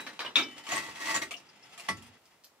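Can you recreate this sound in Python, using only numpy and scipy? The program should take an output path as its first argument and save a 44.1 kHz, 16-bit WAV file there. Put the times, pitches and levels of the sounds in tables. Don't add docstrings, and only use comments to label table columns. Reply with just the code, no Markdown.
import sys
import numpy as np
from scipy import signal
from scipy.fft import rfft, irfft
from scipy.io import wavfile
from scipy.ndimage import uniform_filter1d

SR = 44100
rng = np.random.default_rng(int(sys.argv[2]) if len(sys.argv) > 2 else 0)


def to_wav(s):
    ch = np.atleast_2d(s).T
    pcm = np.round(np.clip(ch, -1, 1) * 32767)
    wavfile.write(sys.argv[1], SR, pcm.astype(np.int16))


N = 114660
T = np.arange(SR) / SR
HZ = np.fft.rfftfreq(SR, 1 / SR)
LEAVE_S = 2.178

# (frequency [Hz], relative level struck [dB], relative level rubbed [dB], t60 [s])
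BOWL_MODES = [(690, -11, -9, .1), (890, -4.5, -3.5, .14), (1125, 0, -0.5, .14), (1185, -9, -5, .13),
              (1340, -18, -28, .4), (1785, -13, -13, .17), (1892, -12, 1, .15), (1979, 3, -0.5, .15),
              (2083, -16, -9, .1), (2175, -9, -6, .11), (4636, -17, -24, .24)]


def amp(db):
    return 10 ** (np.asarray(db) / 20)


def unit_rms(x):
    return x / np.sqrt(np.mean(x ** 2) + 1e-20)


def read(points, hz=HZ):
    f, value = np.transpose(points)
    return np.interp(np.log(hz + 1), np.log(f), value)


def curve(points):
    return amp(np.interp(np.arange(N) / SR, *np.transpose(points)))


def add(mix, s, sound):
    part = mix[:, max(round(s * SR), 0):][:, :sound.shape[1]]
    part += sound[:, :part.shape[1]]


def tilted(colour, db_per_octave):
    return read(colour) + db_per_octave * np.log2(np.maximum(HZ, 200) / 2000)


def hump(hz, octaves):
    return -20 * np.log10(1 + (np.log2((HZ + 1) / hz) / octaves) ** 2)


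def through(clicks, response):
    return signal.fftconvolve(clicks[None], unit_rms(response) / np.sqrt(SR), axes=1)[:, :N]


def diffuse(size):
    # (frequency [Hz], correlation [0-1])
    likeness = [(60, 0.93), (300, 0.88), (700, 0.61), (1400, 0.68), (3100, 0.26), (7000, 0.049)]
    left, unrelated = rfft(rng.standard_normal((2, size)))
    same = np.clip(read(likeness, np.fft.rfftfreq(size, 1 / SR)), -1, 1)
    right = same * left + np.sqrt(1 - same ** 2) * unrelated
    return irfft(np.array([left, right]), size)


def contact(colour_db, direct=0.28, decay=1, ripple_db=7):
    # (frequency [Hz], t60 at decay=1 [s])
    kiln_t60 = [(80, 0.77), (260, 0.59), (700, 0.24), (2000, 0.19), (5000, 0.18), (14000, 0.21)]
    hz, t, bands = signal.stft(diffuse(SR), SR, nperseg=256)
    t60 = decay * read(kiln_t60, hz)[:, None]
    response = signal.istft(bands * amp(-60 * t / t60), SR, nperseg=256)[1][:, :SR]
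    uneven = amp(np.exp(-T / 0.013) * np.clip(rng.standard_normal(SR), -2, 2))
    response *= uneven / np.sqrt(uniform_filter1d(uneven ** 2, size=200))
    response[:, 0] += direct * np.linalg.norm(response[0])
    ripple = np.interp(HZ / 69.86, np.arange(len(HZ)), rng.standard_normal(len(HZ)))
    shade_db = colour_db + ripple_db * HZ / (HZ + 820) * ripple
    log_gain = np.log(amp(np.r_[shade_db, shade_db[-2:0:-1]]))
    minimum_phase = np.exp(np.conj(signal.hilbert(log_gain)))[:len(HZ)]
    out = irfft(rfft(response) * minimum_phase)
    return out / np.sqrt(np.mean(out[:, :SR // 50] ** 2))


def ring(modes, build_s=0.00024):
    out, power = np.zeros((2, SR)), 0
    for hz, db, t60 in modes:
        phase = 2 * np.pi * rng.random() + 0.97 * rng.standard_normal((2, 1))
        out += amp(db - 60 * T / t60) * np.sin(2 * np.pi * hz * T + phase)
        power += amp(db) ** 2 / 2
    return out * (1 - np.exp(-T / build_s)) / np.sqrt(power)


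def slips(per_s=600, spread_db=7):
    size = amp(spread_db * np.minimum(rng.exponential(1, N), 3))
    sign = rng.choice([-1, 1], N)
    return unit_rms(size * sign * (rng.random(N) < per_s / SR))


def mug_clatter():
    # (time [s], level [dB], ring level [dB])
    blows = [(0.357, -21, -18.5), (0.363, -31, -34.5), (0.386, -30.5, -33.5)]
    # (frequency [Hz], relative level [dB])
    colour = [(50, -24), (200, -24), (600, -4), (1200, 0), (1900, -2), (2450, 6), (2900, 3), (3780, 6),
              (4300, -7), (6500, -10), (8000, -20), (15000, -30.5)]
    # (frequency [Hz], relative level [dB], t60 [s])
    modes = [(1265, -14, .3), (2302, -5.5, .32), (2473, -3.5, .14), (3024, -17, .9), (3363, -5, .2),
             (3502, -11, .3), (3600, 0, .18), (3648, -1, .16), (3713, 0, .16), (3790, 2, .13)]
    out = np.zeros((2, N))
    for s, db, ring_db in blows:
        add(out, s, amp(db) * contact(read(colour)) + amp(ring_db) * ring(modes))
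    return out


def bowl_drag():
    # (time [s], level [dB])
    drag = [(0.66, -63), (0.675, -38), (0.72, -29), (0.745, -33.5), (0.77, -31), (0.82, -43.5),
            (0.925, -49.5), (0.965, -43), (1.01, -37), (1.04, -34), (1.12, -31), (1.165, -23.5),
            (1.19, -69), (1.222, -30), (1.24, -93)]
    # (frequency [Hz], relative level [dB])
    colour = [(40, -26), (85, -14), (330, -1), (450, -10), (680, -0.5), (790, -16), (1120, -3), (1450, -2),
              (2000, 4.5), (2900, 0.5), (5200, -4), (8500, -5), (10000, -15), (15000, -21.5)]
    force, grains = curve(drag), slips()
    rubbed = [(hz, db, t60) for hz, _, db, t60 in BOWL_MODES]
    grit = through(force * grains, contact(read(colour), decay=0.72, ripple_db=1.4))
    bowl = through(force ** 0.84 * grains, ring(rubbed))
    return amp(-3.5) * grit + amp(-9.5) * bowl


def bowl_catches():
    # (time [s], level [dB], tilt [dB/octave], ring level [dB])
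    catches = [(0.724, -47, -6, -32.5), (0.769, -50, 0, -31), (0.886, -47.5, -4, -47),
               (1.083, -46.5, 2, -29.5), (1.151, -36.5, -2.5, -29), (1.163, -44, 1, -46),
               (1.8875, -33, -3, -24.5)]
    # (frequency [Hz], relative level [dB])
    colour = [(50, -11.5), (250, -1), (1100, -2.5), (2000, 10), (2800, 3), (6300, 4), (10000, -3),
              (15000, -17)]
    struck = [(hz, db, t60) for hz, db, _, t60 in BOWL_MODES]
    out = np.zeros((2, N))
    for s, db, tilt, ring_db in catches:
        add(out, s, amp(db) * contact(tilted(colour, tilt), decay=0.64) + amp(ring_db) * ring(struck))
    return out


def cup_knocks():
    # (time [s], level [dB], tilt [dB/octave], ring level [dB])
    knocks = [(0.0, -42, -3, -48.5), (0.066, -40, -1, -54), (0.1923, -37, -1, -44.5), (0.204, -36, -1, -58),
              (0.249, -39, -3, -75), (0.2627, -45, -1, -66.5)]
    # (frequency [Hz], relative level [dB])
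    colour = [(50, -32.5), (200, -16.5), (600, -5), (1400, 3.5), (3200, -0.5), (5000, -7), (7500, -17),
              (15000, -28)]
    # (frequency [Hz], relative level [dB], t60 [s])
    modes = [(1593, -10, .45), (3010, -10, .3), (3887, 0, .42), (4075, -10, .4), (4845, -15, .25)]
    out = np.zeros((2, N))
    for s, db, tilt, ring_db in knocks:
        add(out, s, amp(db) * contact(tilted(colour, tilt), direct=0.37) + amp(ring_db) * ring(modes))
    return out


def shelf_thumps():
    # (time [s], level [dB], pitch [Hz])
    thumps = [(0.0, -53, 266), (0.359, -43.5, 291), (0.408, -47.5, 291), (1.145, -60, 250),
              (1.886, -49.5, 252), (1.931, -54.5, 104)]
    out = np.zeros((2, N))
    for s, db, hz in thumps:
        add(out, s, amp(db) * contact(hump(hz, octaves=0.32), direct=0.44))
    return out


def clay_bits():
    # (time [s], level [dB], pitch [Hz], half-width [octaves])
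    chips = [(0.193, -44.5, 1484, 0.014), (0.2613, -38.5, 2950, 0.066), (0.426, -43.5, 5130, 0.08),
             (0.7177, -37.5, 6850, 0.036), (0.758, -39.5, 8400, 0.093), (1.148, -32, 7010, 0.026),
             (1.215, -51.5, 2197, 0.018), (1.308, -44, 2300, 0.033), (1.34, -41, 2830, 0.062),
             (1.367, -52.5, 5200, 0.23), (1.489, -60, 5060, 0.11), (1.628, -58, 5300, 0.098),
             (1.969, -58.5, 6400, 0.44), (2.444, -61.5, 12200, 0.0054)]
    # (time [s], level [dB], tilt [dB/octave])
    ticks = [(0.004, -49.5, 12.5), (0.564, -56.5, -3), (0.668, -42.5, 1), (0.7186, -34, 0.5),
             (1.309, -41, 2), (1.314, -43, 2.5), (1.778, -46.5, 4), (1.797, -45, 3.5), (1.8843, -39.5, 2),
             (2.023, -54.5, 5.5), (2.062, -61, 7)]
    # (frequency [Hz], relative level [dB])
    colour = [(100, -44.5), (700, 13), (870, -10.5), (1150, 13.5), (1500, -6), (2600, 8.5), (4000, -4),
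              (8000, -9.5), (15000, -30)]
    out = np.zeros((2, N))
    for s, db, hz, octaves in chips:
        add(out, s, amp(db) * contact(hump(hz, octaves), decay=0.54))
    for s, db, tilt in ticks:
        add(out, s, amp(db) * contact(tilted(colour, tilt), decay=0.73))
    return out


def brushing():
    # (time [s], level [dB])
    strength = [(0.05, -55.5), (0.15, -53.5), (0.18, -63.5), (0.53, -53), (0.58, -43.5), (0.61, -84),
                (0.64, -47.5), (1.37, -55.5), (1.42, -58), (1.59, -63), (1.64, -52.5), (1.675, -57.5),
                (1.71, -54.5), (1.76, -59.5), (1.8, -53.5), (1.87, -52.5), (1.95, -57), (2.15, -64),
                (2.2, -74), (2.33, -62.5), (2.42, -81.5)]
    # (frequency [Hz], relative level [dB])
    colour = [(100, -17), (700, 3), (1800, 6), (2800, 8), (3900, 1), (5500, 2.5), (8500, -5.5),
              (11000, -12), (15000, -20)]
    return through(curve(strength) * slips(), contact(read(colour), ripple_db=3.57))


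def faint_clicks():
    # (time [s], level [dB])
    clicks = [(2.256, -63.5), (2.4384, -61), (2.4443, -56)]
    # (frequency [Hz], relative level [dB])
    colour = [(200, -29.5), (2000, -1), (4500, 9.5), (9000, -2), (15000, -9)]
    out = np.zeros((2, N))
    for s, db in clicks:
        add(out, s, amp(db) * contact(read(colour), direct=0.77, decay=0.97))
    return out


def air():
    # (frequency [Hz], relative level [dB])
    kiln_air = [(30, -34), (130, 6), (2600, -1.5), (6000, -14), (15000, -62.5)]
    # (frequency [Hz], relative level [dB])
    open_air = [(30, -6), (150, -3.5), (700, -0.5), (2500, -8.5), (15000, -18.5)]
    hz = np.fft.rfftfreq(N, 1 / SR)
    inside = unit_rms(irfft(rfft(diffuse(N)) * amp(read(kiln_air, hz)), N))
    outside = unit_rms(irfft(rfft(diffuse(N)) * amp(read(open_air, hz)), N))
    return np.where(np.arange(N) / SR < LEAVE_S, amp(-63) * inside, amp(-66.5) * outside)


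def scene():
    in_kiln = np.clip((LEAVE_S - np.arange(N) / SR) / .005, 0, 1)
    pots = cup_knocks() + mug_clatter() + bowl_catches() + shelf_thumps()
    return pots * in_kiln + clay_bits() + faint_clicks() + bowl_drag() + brushing() + air()


def record(dry):
    # (frequency [Hz], left minus right [dB])
    balance = [(200, -2.2), (1200, -1), (2600, 1.1), (8000, 1.1), (15000, 2)]
    left_lag_s, low_cut_hz, top_hz = 0.000045, 66, 15700
    hz = np.fft.rfftfreq(2 * N, 1 / SR)
    left = amp(read(balance, hz) / 2)
    pair = np.array([left * np.exp(-2j * np.pi * hz * left_lag_s), 1 / left])
    heard = irfft(rfft(dry, 2 * N) * pair)[:, :N]
    heard = signal.lfilter(*signal.butter(2, low_cut_hz, "high", fs=SR), heard)
    band_limit = signal.firwin(255, top_hz, window=("kaiser", 9), fs=SR)
    return signal.oaconvolve(heard, band_limit[None], "same")


dry = scene()
out = record(dry)
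to_wav(out)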